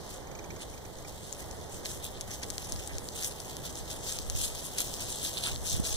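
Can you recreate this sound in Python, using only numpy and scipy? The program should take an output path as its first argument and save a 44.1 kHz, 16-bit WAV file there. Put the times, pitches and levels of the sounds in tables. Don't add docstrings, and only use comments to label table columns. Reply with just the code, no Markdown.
import sys
import numpy as np
from scipy import signal
from scipy.fft import rfft, irfft
from scipy.io import wavfile
from scipy.ndimage import uniform_filter1d

SR = 44100
rng = np.random.default_rng(int(sys.argv[2]) if len(sys.argv) > 2 else 0)


def to_wav(s):
    ch = np.atleast_2d(s).T
    pcm = np.round(np.clip(ch, -1, 1) * 32767)
    wavfile.write(sys.argv[1], SR, pcm.astype(np.int16))


N = 262836
T = np.arange(N) / SR
FREQ = np.arange(N // 2 + 1) * SR / N

# time in seconds, relative wind level in dB, relative rolling level in dB.
RIDE = [(0, -58, -47), (.55, -53.5, -47), (.72, -55, -49.5), (1.2, -55.5, -49.5), (1.65, -54, -47.5),
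        (2.7, -51.5, -47.5), (3.3, -56, -48), (3.9, -53, -47), (4.4, -55, -48), (4.9, -56, -47.5),
        (5.5, -54, -46.5), (5.78, -48.5, -47), (5.96, -55, -47.5)]
# frequency in Hz, left minus right in dB.
LEAF_SIDE = [(1500, -2.5), (2500, -4), (3600, -1), (5500, 2.5), (7500, 3), (11000, 3), (15000, 3)]
# frequency in Hz, left minus right in dB.
ROLL_SIDE = [(150, 1), (400, -6.5), (800, -4.5), (1200, -1), (2000, -3)]


def undb(db):
    return 10 ** (np.asarray(db) / 20)


def unit(x):
    return x / np.sqrt(np.mean(x ** 2))


def curve(rows, axis=1):
    rows = np.array(rows)
    return np.interp(T, rows[:, 0], rows[:, axis])


def swells(rows):
    return sum(undb(db) * np.exp(-.5 * ((T - s) / length) ** 2) for s, db, length in rows)


def shape(points):
    hz, value = np.transpose(points)
    return np.interp(np.log(FREQ + 1), np.log(hz), value)


def colour(x, points):
    return irfft(rfft(x) * undb(shape(points)), N)


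def walk(rate):
    hold = int(SR / rate)
    steps = np.repeat(rng.standard_normal(N // hold + 1), hold)
    return unit(uniform_filter1d(steps, hold)[:N])


def add(track, s, sound):
    start = max(int(s * SR), 0)
    part = track[start:start + len(sound)]
    part += sound[:len(part)]


def pan(db):
    gains = undb(np.outer([.5, -.5], db))
    return gains / np.sqrt(np.mean(gains ** 2, axis=0))


def ports(x, side, lag_s=0):
    # frequency in Hz, phase in radians.
    port_phase = [(250, -1.19), (700, -0.83), (1200, -0.12), (1600, 1.25), (2050, 2.87), (2700, 3.22),
                  (3500, 5.95), (4100, 6.62), (4900, 9.83), (5600, 13.62), (6300, 13.99), (7400, 16.47),
                  (11000, 21.97), (15000, 27.53)]
    body_hz = 2530
    phase = np.interp(FREQ, *np.transpose(port_phase))
    phase = phase + 2 * np.pi * np.maximum(FREQ - body_hz, 0) * lag_s
    lean = undb(shape(side) / 2)
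    return irfft(rfft(x) * np.array([lean, np.exp(-1j * phase) / lean]), N)


def foliage():
    # frequency in Hz, relative gain in dB.
    hiss_tone = [(800, -5), (1600, 5.5), (2050, 13), (2550, -8.5), (3100, 14.5), (4200, 10.5), (6000, 8),
                 (7500, 7.5), (10000, -7), (15000, 1.5)]
    around = rng.standard_normal((2, N))
    common = ports(rng.standard_normal(N), ROLL_SIDE)
    return undb(-57.0) * unit(colour(around + 0.27 * common, hiss_tone))


def eddies(opposed):
    return rng.standard_normal((2, N)) + opposed * np.outer([1, -1], rng.standard_normal(N))


def wind():
    # frequency in Hz, relative gain in dB.
    breeze_tone = [(15, -17), (30, -23), (62, 2.5), (90, -2.5), (130, -2.5), (200, -9), (350, -26.5),
                   (1000, -54)]
    # frequency in Hz, relative gain in dB.
    buffet_tone = [(15, 4), (40, 15), (80, 11.5), (140, -10), (250, -16), (500, -28), (1500, -35)]
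    # centre in seconds, level in dB, standard deviation in seconds.
    gusts = [(2.57, -48, .07), (2.739, -40, 0.04), (2.961, -39, 0.027), (3.281, -48, 0.041),
             (3.82, -40, .025), (4.35, -37, 0.11), (5.523, -35, 0.034), (5.63, -40.5, 0.022),
             (5.773, -32, 0.043), (5.92, -36, 0.048)]
    breeze_level_db = curve(RIDE) + 3.5 + 0.47 * walk(17)
    breeze = unit(colour(eddies(0.19), breeze_tone)) * undb(breeze_level_db)
    buffet = unit(colour(eddies(3.2), buffet_tone))
    return breeze + swells(gusts) * buffet


def jolts():
    # centre in seconds, relative level in dB, frequency in Hz.
    thumps = [(4.29, -23, 42.04), (4.356, -20.5, 79.83), (5.528, -31, 85.76), (5.725, -26.5, 130.4),
              (5.747, -19, 89.9), (5.772, -24.5, 150.4), (5.8, -13.5, 176), (5.95, -26, 65.4)]
    push = np.zeros(N)
    for s, db, hz in thumps:
        cycles = hz * (T - s)
        push += undb(db) * np.sin(2 * np.pi * cycles) * np.exp(-(2.8 * cycles) ** 2)
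    return np.outer([-.55, 1], push)


def rolling():
    # frequency in Hz, relative gain in dB.
    rush_tone = [(100, 4), (200, -2.5), (300, -1.5), (450, 0.5), (850, -3.5), (1080, -9), (1400, -14.5),
                 (1950, -13), (2500, -26.5), (3000, -45), (8000, -31)]
    rush = ports(rng.standard_normal(N), ROLL_SIDE)
    lean = undb(np.outer([1, -1], shape(ROLL_SIDE)) / 2)
    diffuse = irfft(rfft(rng.standard_normal((2, N))) * lean, N)
    level_db = curve(RIDE, axis=2) + 3.5 + .5 * walk(9)
    return unit(colour(rush + 0.74 * diffuse, rush_tone)) * undb(level_db)


def hub_ring(age):
    # frequency in Hz, relative level in dB, 60 dB decay in seconds.
    modes = [(2360, -5, 0.028), (2500, -11, 0.021), (6010, -9, 0.016), (6190, -2, 0.019), (6640, 2, 0.009)]
    ring = np.zeros(len(age))
    for hz, db, t60 in modes:
        ring += undb(db) * np.sin(2 * np.pi * hz * age) * np.exp(-np.log(1000) * age / t60)
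    return ring


def freewheel():
    # start in seconds, relative level in dB.
    drops = [(0.269, -46), (0.312, -44.5), (0.349, -38.5), (0.388, -39.5), (0.440, -43), (0.503, -39.5),
             (0.561, -42.5), (0.737, -47), (0.774, -45), (0.85, -44), (0.983, -46), (1.046, -44.5)]
    age = T[:2048]
    track = np.zeros(N)
    for s, db in drops:
        contact = rng.standard_normal(len(age)) * age * np.exp(-age / 0.0027)
        ring = signal.fftconvolve(contact, hub_ring(age))[:len(age)]
        tick = ring / np.abs(ring).max() + 0.59 * contact / np.abs(contact).max()
        add(track, s, undb(db) * tick)
    return undb(3.5) * ports(track, [(2000, -10.5), (6000, -0.5)])


def snaps():
    # start in seconds, relative strength in dB,
    # ring frequency in Hz, ring decay to 1/e in seconds, left minus right in dB before the ports' own lean.
    breaks = [(1.3268, -8, 6900, 0.0005, 8), (1.5122, -14.5, 6100, 0.00024, 6),
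              (1.853, -10.5, 6900, 0.00022, -4), (1.8578, -7.5, 3960, 0.00013, 5),
              (2.043, -10, 7840, 0.00029, -1), (2.2104, -6.5, 6440, 0.00013, 3),
              (2.2151, -12.5, 6460, 0.00021, 8), (2.431, -13.0, 6240, 0.00046, 3),
              (2.4342, -7.5, 4690, 0.00027, 15), (2.5027, -5.5, 6640, 0.00014, 6),
              (2.507, -11, 6160, 0.00011, 9), (2.5814, -4.5, 5130, 0.00012, 5),
              (2.7222, -3.5, 6630, 0.00013, 6), (2.7281, -13, 5380, 0.00028, -2.5),
              (2.7615, -15.5, 4910, 0.00029, 4.5), (2.8753, -9.5, 8100, 0.00021, 5),
              (2.9836, -7.5, 6290, 0.00014, 4), (3.088, -8.5, 4970, 0.00014, 5),
              (3.2266, -8, 5740, 0.00019, 4), (3.2333, -8.0, 5980, 0.00021, -1),
              (3.2459, -4, 5890, 0.00031, 1), (3.2652, -14, 6350, 0.00016, 5),
              (3.2951, -19, 6460, 0.00013, 1), (3.4023, -12.0, 5430, 0.00016, 7),
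              (3.568, -10, 6200, 0.00012, 1.5), (3.7558, -12.5, 6340, 0.00018, 0),
              (4.0895, -13.5, 7410, 0.00022, 3), (4.0937, -8, 6350, 0.00013, 4),
              (4.124, -5, 6180, 0.00024, 0), (4.188, -5.5, 5000, 0.00014, 6),
              (4.2996, -2.5, 6400, 0.00018, 5), (4.3047, -14.0, 5006, 0.00013, 6),
              (4.4166, -4, 8400, 0.00021, 4), (4.4209, -14, 7300, 0.00011, 8),
              (4.4409, -12, 8870, 0.0001, 7), (4.5507, -13.0, 6630, 0.00014, 5),
              (4.784, -1, 7250, 0.00017, -0.5), (4.7874, -3.0, 5840, 0.00015, -3),
              (4.805, -1, 7180, 0.00027, 4), (4.8175, -8, 6960, 0.00015, 5),
              (4.8819, -14.5, 6290, 0.00015, 5), (4.9395, -9.5, 5540, 0.00028, 9),
              (5.022, -10.5, 6380, 0.0001, 0), (5.158, -11, 10080, 0.00012, 5),
              (5.2306, -8.5, 8840, 0.00035, 6), (5.2625, -8.5, 4070, 0.0002, 4),
              (5.2712, -10, 7240, 0.0002, 0), (5.339, -14.0, 6370, 0.00013, 3),
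              (5.3719, -8, 3710, 0.00039, -2.5), (5.3774, -9, 3720, 0.00019, -4),
              (5.3813, -8, 4220, 0.00025, 3), (5.438, -3, 3880, 0.00033, -1),
              (5.4417, -7.5, 8880, 0.00011, 7.5), (5.4587, -7, 3700, 0.00013, 2),
              (5.4715, -6, 8210, 0.00023, 6), (5.4966, -12, 6200, 0.00013, 9),
              (5.5323, -17, 6120, 0.00015, 6), (5.5606, -10.5, 3980, 0.00029, 3),
              (5.6679, -10.5, 5340, 0.00026, 3), (5.6742, -7, 5830, 0.00028, 6),
              (5.7655, -10, 8440, 0.00016, 6), (5.802, -13.5, 8440, 0.00044, 3),
              (5.871, -6.5, 6020, 0.00027, 2), (5.9063, -14, 5590, 0.00015, 4)]
    # frequency in Hz, relative gain in dB.
    snap_tone = [(300, -11), (1200, -5.5), (2200, 0), (3300, 1), (6300, 0.5), (7700, 0.5), (9200, 1.5),
                 (11500, -3.5), (15000, -7)]
    # frequency in Hz, left minus right in dB.
    snap_side = [(2000, 2.5), (4500, -6), (6500, 4), (10000, 5), (15000, 4)]
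    age = T[:1024]
    splinter_fade = 0.14 * np.exp(-age / 0.0005) + 0.02 * np.exp(-age / 0.004)
    track = np.zeros((2, N))
    for s, db, hz, ring_s, pan_db in breaks:
        splinters = rng.standard_normal(len(age)) * splinter_fade
        crack = np.cos(2 * np.pi * hz * age) * np.exp(-age / ring_s) + splinters
        crack = crack * undb(db) / np.linalg.norm(crack)
        for port, gain in zip(track, pan(pan_db)):
            add(port, s, gain * crack)
    return undb(-4.0) * ports(colour(track, snap_tone), snap_side, lag_s=-0.000041)


def scuffs():
    # centre in seconds, relative level in dB, standard deviation in seconds.
    bites = [(.615, -52, 0.017), (1.407, -48, 0.016), (1.86, -42, 0.0075), (2.319, -48, .025),
             (2.433, -39.5, 0.0073), (2.91, -45, 0.016), (3.23, -44, 0.019), (4.092, -49, .025),
             (5.25, -47, 0.017)]
    # frequency in Hz, relative gain in dB.
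    rasp_tone = [(400, -21), (900, -3), (1400, -4), (2000, 7.5), (2800, -6), (5000, -25)]
    grit = rng.standard_normal(N) * (rng.random(N) < 3000 / SR)
    rasp = unit(colour(ports(grit, LEAF_SIDE), rasp_tone))
    return undb(-3.0) * swells(bites) * rasp


def litter():
    # time in seconds, relative rustle level in dB.
    turf = [(0, -51), (.16, -48.5), (.26, -59), (.46, -59), (.7, -51), (.89, -56), (1.28, -47.5),
            (1.5, -52), (2.25, -52), (2.6, -45), (3.03, -50.5), (3.3, -47), (3.6, -51), (4.0, -49),
            (4.65, -43.5), (5.3, -41), (5.6, -46.5), (5.96, -41)]
    # peak in seconds, relative level in dB, length scale in seconds,
    # crunch over swish in dB, fizz in dB.
    patches = [(0.101, -44.5, 0.012, -20, 2), (0.621, -41.5, 0.012, -3, -4), (1.088, -45, 0.012, -15, -1),
               (1.298, -48.5, 0.0042, -13, -5), (1.398, -44, 0.017, -19, 5), (1.753, -44, 0.031, -22, -1),
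               (1.86, -33.5, 0.0085, -7, 2), (1.904, -40, 0.043, -17, 2), (2.049, -40, 0.017, -3, 3),
               (2.165, -49, 0.012, 13, -8), (2.326, -41, 0.028, -20, 1), (2.436, -39.5, 0.0059, -8, -10),
               (2.822, -47, 0.06, -11, 0), (3.19, -39.5, 0.038, -6, 0.5), (3.249, -34.5, 0.029, -22, 2.5),
               (3.412, -46.5, 0.015, -11, 0), (3.503, -48, 0.032, -13, 0), (3.665, -41, 0.027, -12, 1.5),
               (3.781, -41, 0.018, -11, -4), (3.913, -42, 0.026, -10, 2), (4.085, -36, 0.039, -11.5, -2),
               (4.156, -42.5, 0.037, -12, 2), (4.382, -36.5, 0.024, -6, 1), (4.437, -34, 0.035, -8, 2),
               (4.589, -43.5, 0.018, -12, 2), (4.658, -42.5, 0.017, -9, 5), (4.799, -31.5, .017, -4, 5),
               (4.857, -41.5, 0.016, -20, 3), (4.944, -38.5, 0.006, -23, 2), (5.016, -38.5, 0.016, -17, 4),
               (5.119, -38, 0.02, -4, -2), (5.254, -32.5, 0.026, -5, 3), (5.381, -35, 0.015, 2, 0),
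               (5.464, -32.5, 0.035, 1, -1), (5.678, -33, 0.024, -7, 0), (5.734, -33, 0.024, -4.5, -1),
               (5.866, -34.5, 0.023, -2, 0), (5.917, -35.5, 0.018, -6.5, -0.5)]
    turf_crunch_db, turf_fizz_db = -9, 0.4
    rise, fall = .85, 1.1
    edge = 1.8
    power = undb(curve(turf)) ** 2
    crunch = power / (1 + undb(-turf_crunch_db) ** 2)
    fizz = power * turf_fizz_db
    for s, db, length, crunch_db, fizz_db in patches:
        away = np.abs(T - s) / (length * np.where(T < s, rise, fall))
        patch = undb(db) ** 2 * np.exp(-np.minimum(away, 10) ** edge)
        power = power + patch
        crunch = crunch + patch / (1 + undb(-crunch_db) ** 2)
        fizz = fizz + patch * fizz_db
    return 10 * np.log10(power), crunch / power, fizz / power


def crackles(per_s, spread_db, ring_s, scatter_s, count=12):
    age = T[:256]
    out = 0
    for direction in np.linspace(-1, 1, count):
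        breaks = np.flatnonzero(rng.random(N) < per_s / count / SR)
        chance = rng.random((N // 16, 2))[:len(breaks)]
        strength = undb(-spread_db * np.log(chance[:, 0] + 0.021))
        pulses = np.zeros(N)
        pulses[breaks] = strength * np.sign(chance[:, 1] - .5)
        ring = unit(rng.standard_normal(len(age)) * np.exp(-age / ring_s))
        group = signal.oaconvolve(pulses, ring)[:N]
        out = out + ports(group, LEAF_SIDE, direction ** 3 * scatter_s)
    return unit(out / np.sqrt(per_s))


def crumples(per_s, fade_s, spread_db, steady):
    strength = undb(2 * spread_db * np.clip(rng.standard_normal(N), -2, 2))
    starts = (rng.random(N) < per_s / SR) * strength
    power = signal.lfilter([1], [1, -np.exp(-1 / (fade_s * SR))], starts)
    return unit(np.sqrt(steady + power / power.mean()))


def shimmer(x, rate, depth_db, count=7):
    centres = np.geomspace(2500, 14000, count)
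    spectrum = rfft(x)
    out = 0
    for band in np.eye(count):
        part = irfft(spectrum * np.interp(FREQ, centres, band), N)
        out = out + part * undb(depth_db * walk(rate))
    return out


def leaves():
    # frequency in Hz, relative gain in dB.
    swish_tone = [(500, -16), (1400, -13), (2100, -12), (2550, -3.5), (3050, -1), (4200, -2), (5000, 0.3),
                  (6000, 2.5), (7500, 0), (9000, -1.8), (10700, -3.5), (13000, -6.5), (15300, -7.5)]
    # frequency in Hz, relative gain in dB.
    crunch_tone = [(500, -13.5), (1400, -6.5), (2100, -7), (2550, -3), (3050, 2), (3600, 6), (4200, 5),
                   (4900, 1), (6000, -16), (7500, -7), (9200, 0), (11000, -16), (15300, -18)]
    # time in seconds, left minus right in dB
    drift = [(0, -0.7), (1.4, -1), (2.8, -0.5), (4.2, 0), (5.2, 0.2), (5.96, 0.7)]
    fizz_hz = 7900, 12500
    level_db, crunch_share, fizz_db = litter()
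    thickness = undb(.3 * (level_db + 42))
    blades = crackles(20000, spread_db=-2.0, ring_s=0.00091, scatter_s=0.000308)
    dry_bits = crackles(850 * thickness, spread_db=2.0, ring_s=0.00016, scatter_s=0.000236)
    crushed = crackles(1000 * thickness, spread_db=1.5, ring_s=0.00032, scatter_s=.0001)
    swish = unit(colour(dry_bits + undb(-1.0) * blades, swish_tone))
    crunch = unit(colour(crushed, crunch_tone))
    rustle = np.sqrt(1 - crunch_share) * swish + np.sqrt(crunch_share) * crunch
    fizz = irfft(rfft(rustle) * np.interp(FREQ, fizz_hz, [0, 1]), N)
    rustle = rustle + (undb(fizz_db) - 1) * fizz
    clumps = crumples(per_s=280, fade_s=0.0044, spread_db=1.5, steady=0.77)
    rustle = shimmer(rustle, rate=30, depth_db=1.77)
    return undb(level_db + 0.38) * pan(curve(drift)) * clumps * rustle


def scene():
    background = foliage() + wind() + jolts()
    bicycle = rolling() + freewheel()
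    ground = snaps() + scuffs() + leaves()
    return background + bicycle + ground


def record(dry):
    top_hz = 15350
    return signal.sosfilt(signal.ellip(8, .2, 70, top_hz, fs=SR, output="sos"), dry)


dry = scene()
out = record(dry)
to_wav(out)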